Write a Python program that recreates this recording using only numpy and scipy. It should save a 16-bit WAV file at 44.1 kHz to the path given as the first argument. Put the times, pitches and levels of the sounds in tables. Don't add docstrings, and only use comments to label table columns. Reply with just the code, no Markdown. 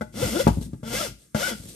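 import sys
import numpy as np
from scipy import signal
from scipy.fft import rfft, irfft
from scipy.io import wavfile

SR = 44100
rng = np.random.default_rng(int(sys.argv[2]) if len(sys.argv) > 2 else 0)


def dump_mix(stems):
    frames = np.atleast_2d(stems).T
    limited = np.clip(frames, -1, 1)
    pcm = np.round(limited * 32767).astype(np.int16)
    wavfile.write(sys.argv[1], SR, pcm)


N = 77175
TIME = np.arange(N) / SR


def filing():
    # time in seconds, teeth per second, relative chatter level in dB.
    strokes = [
        [(.14, 170, -46.5), (.196, 280, -34.5), (.208, 332, -35), (.226, 505, -16.5), (.243, 510, -26.5),
         (.268, 370, -29.5), (.305, 215, -39), (.335, 235, -30.5), (.36, 335, -22.5), (.382, 365, -28),
         (.401, 520, -13), (.413, 565, -25.5), (.432, 490, -41)],
        [(.835, 210, -49), (.895, 230, -41.5), (.925, 245, -35), (.942, 500, -30.5), (.98, 550, -49),
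         (1.005, 679, -21.5), (1.04, 575, -37), (1.065, 448, -39), (1.095, 230, -62)],
        [(1.355, 260, -38), (1.395, 460, -43), (1.421, 610, -28), (1.429, 720, -25), (1.451, 760, -42),
         (1.47, 732, -35.5), (1.478, 590, -33.5), (1.497, 480, -36.5), (1.513, 240, -41), (1.53, 220, -43),
         (1.56, 190, -68.5)],
    ]
    # time in seconds, relative rasp level in dB.
    pressures = [
        [(.125, -60), (.16, -42), (.215, -33), (.255, -31.5), (.305, -34), (.37, -34.5), (.414, -29.5),
         (.435, -41.5), (.485, -41.5), (.52, -51)],
        [(.83, -57), (.88, -40.5), (.915, -38.5), (.95, -29), (.985, -31), (1.048, -33), (1.08, -40),
         (1.12, -59)],
        [(1.347, -36.5), (1.385, -34.5), (1.41, -30.5), (1.46, -32.5), (1.492, -29.5), (1.52, -42),
         (1.56, -50.5)],
    ]
    # contact cut-off in Hz, unevenness of the speed as a fraction.
    bites = [(450, .028), (1300, .022), (2600, .01)]
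    # frequency in Hz, relative spectral level in dB.
    edge_spectrum = [(500, -25), (1000, -5), (2100, 0), (3400, -1), (5000, -10), (9000, -25)]
    chatter_gain_db, shimmer_db, tooth_gating = -2.5, 3, 0.18
    squeak_hz, squeak_width_hz, squeak_db = 1490, 85, 3
    edge_reference_hz, edge_db = 662, -6
    kicks, bursts, squeak, edges = np.zeros((4, N))
    for stroke, pressure, (cut_hz, jitter) in zip(strokes, pressures, bites):
        rate, chatter_db = in_time(stroke)
        teeth = np.cumsum(rate * (1 + jitter * drift(80))) / SR
        catches = np.diff(np.floor(teeth), prepend=0) * SR / rate
        chatter = during(stroke) * from_db(chatter_gain_db + chatter_db + shimmer_db * drift(200))
        kicks += soften(catches, cut_hz) * chatter
        push = during(pressure) * from_db(in_time(pressure)[0])
        edges += push * rate / edge_reference_hz * coloured(catches * np.sqrt(rate), edge_spectrum)
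        bursts += push * (1 + tooth_gating * np.cos(2 * np.pi * teeth))
        resonance = np.exp(-((2 * rate - squeak_hz) / squeak_width_hz) ** 2)
        squeak += push * resonance * np.sin(2 * np.pi * 2 * teeth)
    return stick(kicks) + bursts * rasp() + from_db(squeak_db) * squeak + from_db(edge_db) * edges


def stick(force):
    # frequency in Hz, bandwidth in Hz, peak gain in dB.
    resonances = [(209.7, 23.2, 10.5), (334.5, 40, 2), (530, 130, 1.5), (610.3, 71, -1), (670, 110, -11),
                  (1060, 490, -19), (1414, 66, -2.5), (2006, 27, -11.5), (2154, 440, -21.5),
                  (2840, 24, -20.5), (3014, 180, -8.5), (3434, 140, -2.5), (3747, 51, -17),
                  (5215, 450, -7.5)]
    out = 0
    for k, (hz, width_hz, db) in enumerate(resonances):
        r = np.exp(-np.pi * width_hz / SR)
        poles = [1, -2 * r * np.cos(2 * np.pi * hz / SR), r * r]
        out += (-1) ** k * from_db(db) * (1 - r * r) / 2 * signal.lfilter([1, 0, -1], poles, force)
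    return out


def rasp():
    # frequency in Hz, relative spectral level in dB.
    spectrum = [(100, -9), (250, -6.5), (650, 10), (1100, 0), (1700, -4.5), (2100, 6.5), (2400, 0.5),
                (2700, 5), (3500, 0), (4150, 4), (5200, 5.5), (6500, 3.5), (8500, 2.5), (11000, -0.5),
                (14000, -4)]
    tearing = from_db(-1) * coloured(spread(fibres), spectrum)
    ringing = from_db(-8.5) * rms_one(stick(fibres()))
    return tearing + ringing


def fibres(per_second=16000, spread_db=3):
    sizes = from_db(spread_db * np.minimum(rng.exponential(1, N), 4)) * rng.choice([-1, 1], N)
    return sizes * (rng.random(N) < per_second / SR)


def file_landings():
    # start in seconds, force level in dB, contact cut-off in Hz, crack level in dB.
    hits = [(.0103, -23, 2000, -34), (.0142, -22, 2500, -36), (.8312, -26, 650, -43),
            (1.3475, -13, 1000, -28), (1.3562, -23, 1500, -38)]
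    # frequency in Hz, gain in dB, time to decay by 60 dB in seconds.
    modes = [(160, -9.5, 0.11), (217.4, -1, 0.083), (520, -6, 0.034), (608.6, -9, 0.16), (855, -19, 0.18),
             (1123, -19, 0.054), (1409, -8.5, .045), (1447, -14, 0.063), (2000, -14.5, 0.04),
             (3400, -20, .035)]
    return knocks(hits, modes)


def bench_bumps():
    # start in seconds, force level in dB, contact cut-off in Hz, crack level in dB.
    hits = [(.228, -14, 77, -68), (.253, -10, 92, -74), (.272, -26, 106, -89), (.469, -4.5, 1110, -27.5),
            (.4745, -16, 1190, -18), (.487, -12.5, 456, -50), (.506, -11.5, 137, -74),
            (.572, -18, 250, -63), (.583, -14, 176, -66), (.6135, -24, 220, -43.5),
            (.7325, -22, 240.7, -44.5), (1.598, -27.5, 130, -54.5), (1.657, -35.5, 255, -63)]
    # frequency in Hz, gain in dB, time to decay by 60 dB in seconds.
    modes = [(59.1, -14.5, .55), (101.5, -23, 0.13), (130.2, -12, 0.1), (168, -8.5, 0.074),
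             (230.6, -2, 0.077), (296, -2.5, .06), (401, -7, 0.068), (555, -4.5, 0.028), (689, -8.5, 0.033),
             (849, -9.5, 0.1), (940, -22, 0.12), (1090, -27, .06)]
    return knocks(hits, modes)


def knocks(hits, modes, crack_s=0.012):
    # frequency in Hz, relative spectral level in dB.
    crack_spectrum = [(200, 14.5), (700, 12.5), (1500, -9), (2800, -9), (7000, -11.5), (14000, -19.5)]
    force, crack, ring = np.zeros((3, N))
    for s, db, cut_hz, crack_db in hits:
        force += from_db(db) * soften(signal.unit_impulse(N, int(s * SR)), cut_hz, order=2)
        crack += from_db(crack_db) * (TIME >= s) * np.exp(-np.abs(TIME - s) / crack_s)
    for hz, db, t60 in modes:
        r, w = from_db(-60 / (t60 * SR)), 2 * np.pi * hz / SR
        ring -= from_db(db) * signal.lfilter([0, np.sin(w)], [1, -2 * r * np.cos(w), r * r], force)
    return ring + crack * coloured(spread(white), crack_spectrum)


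def brushing(attack_s=0.024, release_s=0.12, flicker_db=2.5):
    # start in seconds, length in seconds, level before the fades in dB.
    rubs = [(0.509, .07, -46.5), (0.606, 0.015, -37.5), (1.178, 0.069, -56.5), (1.539, 0.22, -49),
            (1.663, 0.095, -53.5)]
    # frequency in Hz, relative spectral level in dB.
    spectrum = [(500, 8), (1200, -15.5), (3500, -1), (6000, -2), (8500, 2), (11000, -2.5), (14000, -9)]
    level = 0
    for s, length, db in rubs:
        rise = np.clip((TIME - s) / attack_s, 0, 1)
        fall = np.clip((s + length - TIME) / release_s + .5, 0, 1)
        level += from_db(db) * rise * fall
    return level * coloured(spread(white) * from_db(flicker_db * drift(250)), spectrum)


def handling():
    # time in seconds, level in dB.
    levels = [(0, -49), (.11, -47.5), (.2, -34), (.26, -27), (.31, -41.5), (.44, -34), (.64, -35.5),
              (.8, -45), (.95, -36), (1.04, -44.5), (1.11, -37.5), (1.2, -61), (1.32, -59), (1.4, -42),
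              (1.66, -44.5), (1.75, -48.5)]
    # frequency in Hz, relative spectral level in dB.
    spectrum = [(25, -18), (55, 16.5), (78, -7), (110, 6), (160, 2), (230, 1), (330, -7), (550, -27.5),
                (1000, -43.5), (4000, -53)]
    return from_db(in_time(levels)[0]) * coloured(white(), spectrum)


def room_noise():
    # frequency in Hz, relative spectral level in dB.
    spectrum = [(25, 32), (60, 1), (200, -4), (500, -39), (1200, -11), (4000, -13), (9000, -3.5),
                (14000, -16)]
    return from_db(-54) * coloured(spread(white), spectrum)


def workshop(x, early_s=0.011, t60_s=0.32):
    # frequency in Hz, level relative to the direct sound in dB.
    early = [(60, -11.5), (250, -31.5), (600, -22), (1500, 4.5), (4000, -12.5), (9000, -1)]
    tail = [(60, -30), (250, -17), (800, -15.5), (1500, -11), (2500, -6.5), (9000, -6.5)]
    response = 1
    for share, decay in ((early, np.exp(-TIME / early_s)), (tail, from_db(-60 * TIME / t60_s))):
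        reflections = rms_one(rng.standard_normal((2, N)) * decay) / np.sqrt(N)
        response += from_db(at_bins(share)) * rfft(reflections, 2 * N)
    return filtered(x, response)


def spread(draw):
    # frequency in Hz, correlation between the sides.
    coherence = [(200, 1), (700, 1), (1500, 1), (3000, 0.15), (6000, 0.55), (12000, .2)]
    alike = np.clip(at_bins(coherence), 0, 1)
    return filtered(draw(), np.sqrt(1 + alike)) + filtered(draw(), np.sqrt(1 - alike)) * [[1], [-1]]


def soften(x, hz, order=1):
    return signal.sosfilt(signal.butter(order, min(hz, SR / 3), fs=SR, output="sos"), x + 1e-18)


def drift(hz):
    r = np.exp(-2 * np.pi * hz / SR)
    return rms_one(signal.lfilter([1], [1, -2 * r, r * r], rng.standard_normal(2 * N))[N:])


def white():
    return rng.standard_normal(N)


def from_db(db):
    return 10 ** (np.asarray(db) / 20)


def rms_one(x):
    return x / np.sqrt(np.mean(x ** 2) + 1e-20)


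def in_time(rows):
    s, *columns = np.transpose(rows)
    return [np.interp(TIME, s, c) for c in columns]


def during(rows, fade_s=0.0013):
    return np.clip(np.minimum(TIME - rows[0][0], rows[-1][0] - TIME) / fade_s + 1, 0, 1)


def at_bins(points):
    hz, value = np.transpose(points)
    return np.interp(np.log(np.arange(N + 1) * SR / (2 * N) + 1), np.log(hz), value)


def filtered(x, response):
    return irfft(rfft(x, 2 * N) * response)[..., :N]


def coloured(x, spectrum):
    return rms_one(filtered(x, from_db(at_bins(spectrum))))


def scene():
    return workshop(filing() + file_landings() + bench_bumps() + brushing() + handling() + room_noise())


def record(dry):
    # frequency in Hz, left level minus right in dB.
    left_db = [(60, 3), (200, 2), (500, 7), (900, 6), (1500, 8), (2200, 3), (3500, 3), (5300, 8),
               (8000, -3), (10500, 0), (13000, 1)]
    # frequency in Hz, phase lead of the left side in radians.
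    left_lead = [(60, .1), (220, .4), (520, 1.1), (950, 1.9), (1400, 0), (3500, .3), (5500, 1)]
    low_cut_hz, high_cut_hz = 66, 14200
    sides = np.array([[.5], [-.5]])
    pair = filtered(dry, from_db(sides * at_bins(left_db)) * np.exp(1j * sides * at_bins(left_lead)))
    pair = signal.sosfilt(signal.butter(4, low_cut_hz, "high", fs=SR, output="sos"), pair)
    return signal.sosfilt(signal.ellip(16, .1, 80, high_cut_hz, fs=SR, output="sos"), np.tanh(pair))


dry = scene()
out = record(dry)
dump_mix(out)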